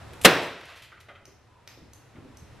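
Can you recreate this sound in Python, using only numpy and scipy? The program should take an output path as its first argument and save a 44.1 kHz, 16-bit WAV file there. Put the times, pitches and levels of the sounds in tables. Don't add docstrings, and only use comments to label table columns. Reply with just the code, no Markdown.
import sys
import numpy as np
from scipy import signal
from scipy.io import wavfile

SR = 44100
rng = np.random.default_rng(int(sys.argv[2]) if len(sys.argv) > 2 else 0)


def persist_wave(psi):
    counts = np.round(np.clip(psi, -1, 1) * 32767).astype(np.int16)
    wavfile.write(sys.argv[1], SR, np.atleast_2d(counts).T)


def level_to_linear(level):
    exponent = np.asarray(level, float) / 20
    return 10 ** exponent


N = 114660
T = np.arange(N) / SR

# hz, likeness_0_to_1
AIR_LIKENESS = [(30, 0.69), (100, 0.71), (500, 0.49), (1500, 0.97), (4000, 0.53), (8000, .35), (14000, .1)]
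# hz, likeness_0_to_1
CRACK_LIKENESS = [(30, .6), (100, 1), (700, 0.99), (1800, 1), (3500, .85), (8000, .55), (14000, 0.11)]


def rms_one(x):
    return x / np.sqrt(np.mean(x ** 2) + 1e-20)


def at_hz(points, hz):
    table_hz, value = np.array(points).T
    return np.interp(np.log(hz), np.log(table_hz), value)


def low_pass(x, order, top_hz):
    return signal.sosfilt(signal.butter(order, top_hz, fs=SR, output="sos"), x)


def band(x, low_hz, high_hz):
    sos = signal.butter(2, [low_hz, min(high_hz, SR * 0.45)], "band", fs=SR, output="sos")
    return signal.sosfilt(sos, x)


def ring(clicks, hz, t60_s):
    r = level_to_linear(-60 / (t60_s * SR))
    w = 2 * np.pi * hz / SR
    return signal.lfilter([0, np.sin(w)], [1, -2 * r * np.cos(w), r * r], clicks + 1e-18)


def burst(start_s, rise_s, hold_s, t60_s):
    t = T - start_s
    release_s = np.clip(t - rise_s - hold_s, 0, 3 * t60_s)
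    return np.clip(t / rise_s, 0, 1) * level_to_linear(-60 * release_s / t60_s)


def noise(spectrum, likeness, size, dying=False):
    # hz, t60_s
    room_t60 = [(70, 0.98), (200, 0.57), (1000, 0.68), (4000, 0.71), (8000, 0.49), (14000, .42)]
    tail_rise_s = 0.0042
    edges_hz = 22 * 2 ** np.arange(0, 9.6, 0.5)
    t = np.arange(size) / SR
    white = rng.standard_normal((2, 2, size))
    out = 0
    for k, (low_hz, high_hz) in enumerate(zip(edges_hz, edges_hz[1:])):
        mid, side = band(white[k % 2], low_hz, high_hz)
        hz = np.sqrt(low_hz * high_hz)
        alike = np.clip(at_hz(likeness, hz), 0, 1)
        stereo = np.sqrt(1 + alike) * mid + np.sqrt(1 - alike) * side * [[1], [-1]]
        fade = 1
        if dying:
            fade = level_to_linear(-60 * t / at_hz(room_t60, hz)) * (1 - np.exp(-t / tail_rise_s))
        out = out + level_to_linear(at_hz(spectrum, hz)) * fade * stereo
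    return rms_one(out)


def strike(hits, modes, contact_s):
    out = 0
    for k, (hz, mode_db, t60_s) in enumerate(modes):
        push = sum(level_to_linear(levels_db[k] + mode_db) * burst(start_s, 1 / SR, contact_s / 2.3, 7.3 * contact_s)
                   for start_s, levels_db in hits)
        contacts = push * rng.standard_normal(N) / np.sqrt(contact_s * SR)
        out = out + ring(contacts, hz, t60_s)
    return out


def crack():
    # hz, level_db_per_hz
    crack_spectrum = [(60, -30.5), (200, -13.5), (460, -0.5), (900, -6.5), (1740, -2), (3600, -7.5),
                      (5700, -26), (8000, -17)]
    # hz, level_db_per_hz
    room_spectrum = [(60, -33), (130, -8.5), (450, 0.5), (1050, -8.5), (2000, -7.5), (4000, -16.5),
                     (6500, -29.5), (14000, -32.5)]
    crack_s, tear_s, level_db, tear_db, tail_db = 0.2492, 0.004, 6.5, -16, -24.5
    tear = level_to_linear(tear_db) * burst(crack_s - tear_s, tear_s, 0.00072, 0.01)
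    release = burst(crack_s, rise_s=0.00064, hold_s=0.0099, t60_s=0.034)
    direct = low_pass((tear + release) * noise(crack_spectrum, CRACK_LIKENESS, N), 3, 11500)
    start = int(crack_s * SR)
    tail = noise(room_spectrum, CRACK_LIKENESS, N - start, dying=True)
    tail = np.pad(tail, ((0, 0), (start, 0)))
    return level_to_linear(level_db) * (direct + level_to_linear(tail_db) * tail)


def knocks():
    # start_s, level_db, tilt_db_per_octave, favoured_hz
    knock_list = [
        (0.9184, -18.5, 14, 1727),
        (.972, -25.5, 21, 1982),
        (1.0855, -17.5, 4, 1102),
        (1.151, -23.5, 7, 2600),
        (2.155, -33, 7, 2239),
    ]
    # hz, level_db, t60_s
    part_modes = [(620, 2, .015), (1270, -3, .012), (1440, 0, .015), (2030, -2, .012), (2450, -5, .008),
                  (3120, -4, .01), (3700, -10, .006), (9500, -16, .002)]
    hz = np.array(part_modes)[:, 0]
    hits = [(start_s, level_db - tilt_db * np.abs(np.log2(hz / near_hz)))
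            for start_s, level_db, tilt_db, near_hz in knock_list]
    return strike(hits, part_modes, contact_s=0.021)


def skin_grains():
    grains_per_s, low_hz, high_hz = 6000, (1600, 3960), (6500, 13600)
    grains = rms_one((rng.random(N) < grains_per_s / SR) * rng.standard_normal(N))
    low = rms_one(band(grains, *low_hz))
    high = rms_one(band(band(grains, *high_hz), *high_hz))
    return low, high


def rubs():
    # start_s, level_db, length_s, treble_share_db
    rub_list = [
        (.130, -56, 0.015, -2),
        (0.212, -44.5, 0.012, 2.5),
        (.235, -43, 0.019, 4),
        (0.412, -39.5, 0.036, 0.5),
        (0.606, -46, 0.011, -6),
        (.654, -43, 0.0073, -1.5),
        (0.68, -40, 0.028, -12),
        (0.752, -39, 0.035, -10),
        (0.818, -37.5, 0.025, -9),
        (1.002, -41, 0.013, -6),
    ]
    low, high = skin_grains()
    out = 0
    for start_s, level_db, length_s, treble_db in rub_list:
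        shape = burst(start_s, 8 * length_s ** 2, length_s / 2, 6.7 * length_s)
        out = out + level_to_linear(level_db) * shape * (low + level_to_linear(treble_db) * high)
    return out


def sleeve():
    start_s, rise_s, level_db, treble_db = 0.5, 0.1, -37.5, -23.5
    cloth = rms_one(band(rng.standard_normal(N), 433, 2830))
    high = skin_grains()[1]
    body = burst(start_s, rise_s, hold_s=0.14, t60_s=0.24) * cloth
    treble = burst(start_s, rise_s, hold_s=0.18, t60_s=0.32) * high
    return level_to_linear(level_db) * (body + level_to_linear(treble_db) * treble)


def thuds():
    # start_s, level_db, pitch_hz
    thud_list = [(1.216, -32.5, 200), (1.276, -28.5, 393), (1.773, -29.5, 300), (1.816, -24, 190),
                 (2.15, -28, 160), (2.168, -27.5, 364), (2.182, -23, 231), (2.248, -29, 248),
                 (2.29, -34, 131), (2.42, -32, 125), (2.519, -30.5, 122)]
    return sum(strike([(start_s, [level_db, level_db])], [(hz, 0, 0.03), (1.55 * hz, -6, 0.025)], contact_s=0.012)
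               for start_s, level_db, hz in thud_list)


def creak():
    centre_hz, half_width_hz, level_db = 968, 46, -54
    hum = band(rng.standard_normal(N), centre_hz - half_width_hz, centre_hz + half_width_hz)
    return level_to_linear(level_db) * burst(1.465, rise_s=0.025, hold_s=0.094, t60_s=0.34) * rms_one(hum)


def ticks():
    # start_s, level_db, low_ring_db
    tick_list = [
        (1.0022, -46, -10),
        (1.2546, -35.5, 7.5),
        (1.6757, -33.5, 12),
        (1.9341, -37, -6),
        (2.3716, -42, 1),
    ]
    # hz, level_db, t60_s
    metal_modes = [(2480, 0.5, 0.0019), (3350, -2, 0.0017), (4630, -3, .002), (5640, -2, .004),
                   (6253, 8, 0.0061), (7130, -7, .003), (12570, -6, 0.011)]
    edge_db = 7
    start_s, level_db, low_db = np.array(tick_list).T
    at = (start_s * SR).astype(int)
    out = 0
    for hz, mode_db, t60_s in metal_modes:
        clicks = np.zeros(N)
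        clicks[at] = level_to_linear(level_db + mode_db + low_db * (hz < 5000)) * rng.choice([-1, 1])
        out = out + ring(clicks, hz, t60_s)
    edge = sum(level_to_linear(db + edge_db) * burst(s, 1 / SR, 0.0002, 0.003) for s, db, _ in tick_list)
    return out + band(edge * rng.standard_normal(N), 2600, 14500)


def air():
    # hz, level_db_per_hz
    air_spectrum = [(30, -13), (70, -8), (200, -12), (450, -12.5), (900, -15), (2200, -22), (6000, -33),
                    (14000, -43)]
    hiss_db, rumble_db, rumble_hz = -47.5, -47.5, (62, 135)
    hiss = low_pass(noise(air_spectrum, AIR_LIKENESS, N), 8, 13200)
    rumble = band(band(rng.standard_normal(2 * N), *rumble_hz), *rumble_hz)[N:]
    return level_to_linear(hiss_db) * hiss + level_to_linear(rumble_db) * rms_one(rumble)


def garage(x, likeness):
    size = SR // 2
    walls = noise([(100, -0.45), (1000, 1), (14000, -2.8)], likeness, size, dying=True) / np.sqrt(size)
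    return signal.fftconvolve(x[None], walls, axes=1)[:, :N]


def heard(x, lag_us):
    return np.array([np.interp(T - lag_us / 1e6, T, x), x])


def scene():
    sources = [ticks(), knocks(), thuds() + creak(), rubs() + sleeve()]
    tick, knock, thud, rub = low_pass(sources, 6, 13500)
    tick_echo = 0.92 * np.interp(T - 0.0021, T, tick)
    near = heard(tick + tick_echo, lag_us=28) + heard(knock + thud + rub, lag_us=7.7)
    wet = garage(level_to_linear(1.5) * tick + level_to_linear(-5) * thud, AIR_LIKENESS)
    wet = wet + garage(level_to_linear(-8.5) * knock + level_to_linear(-6) * rub, CRACK_LIKENESS)
    return near + wet + crack() + air()


def top_cut(x):
    return signal.sosfilt(signal.butter(12, 15670, fs=SR, output="sos"), x)


def record(dry):
    duck_db, threshold_db, attack_s, hold_s, recover_db_per_s = 14, -10, 0.019, 0.95, 7
    top = 0.8
    loud = np.abs(dry).max(axis=0) > level_to_linear(threshold_db)
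    since_s = T - np.maximum.accumulate(np.where(loud, T, -99))
    want_db = np.clip(duck_db - recover_db_per_s * np.maximum(since_s - hold_s, 0), 0, None)
    r = np.exp(-1 / (attack_s * SR))
    gain_db = -signal.lfilter([1 - r], [1, -r], want_db)
    x = dry * level_to_linear(gain_db) / top
    mix = top * x / (1 + np.abs(x) ** 9) ** (1 / 6)
    return top_cut(mix)


dry = scene()
out = record(dry)
persist_wave(out)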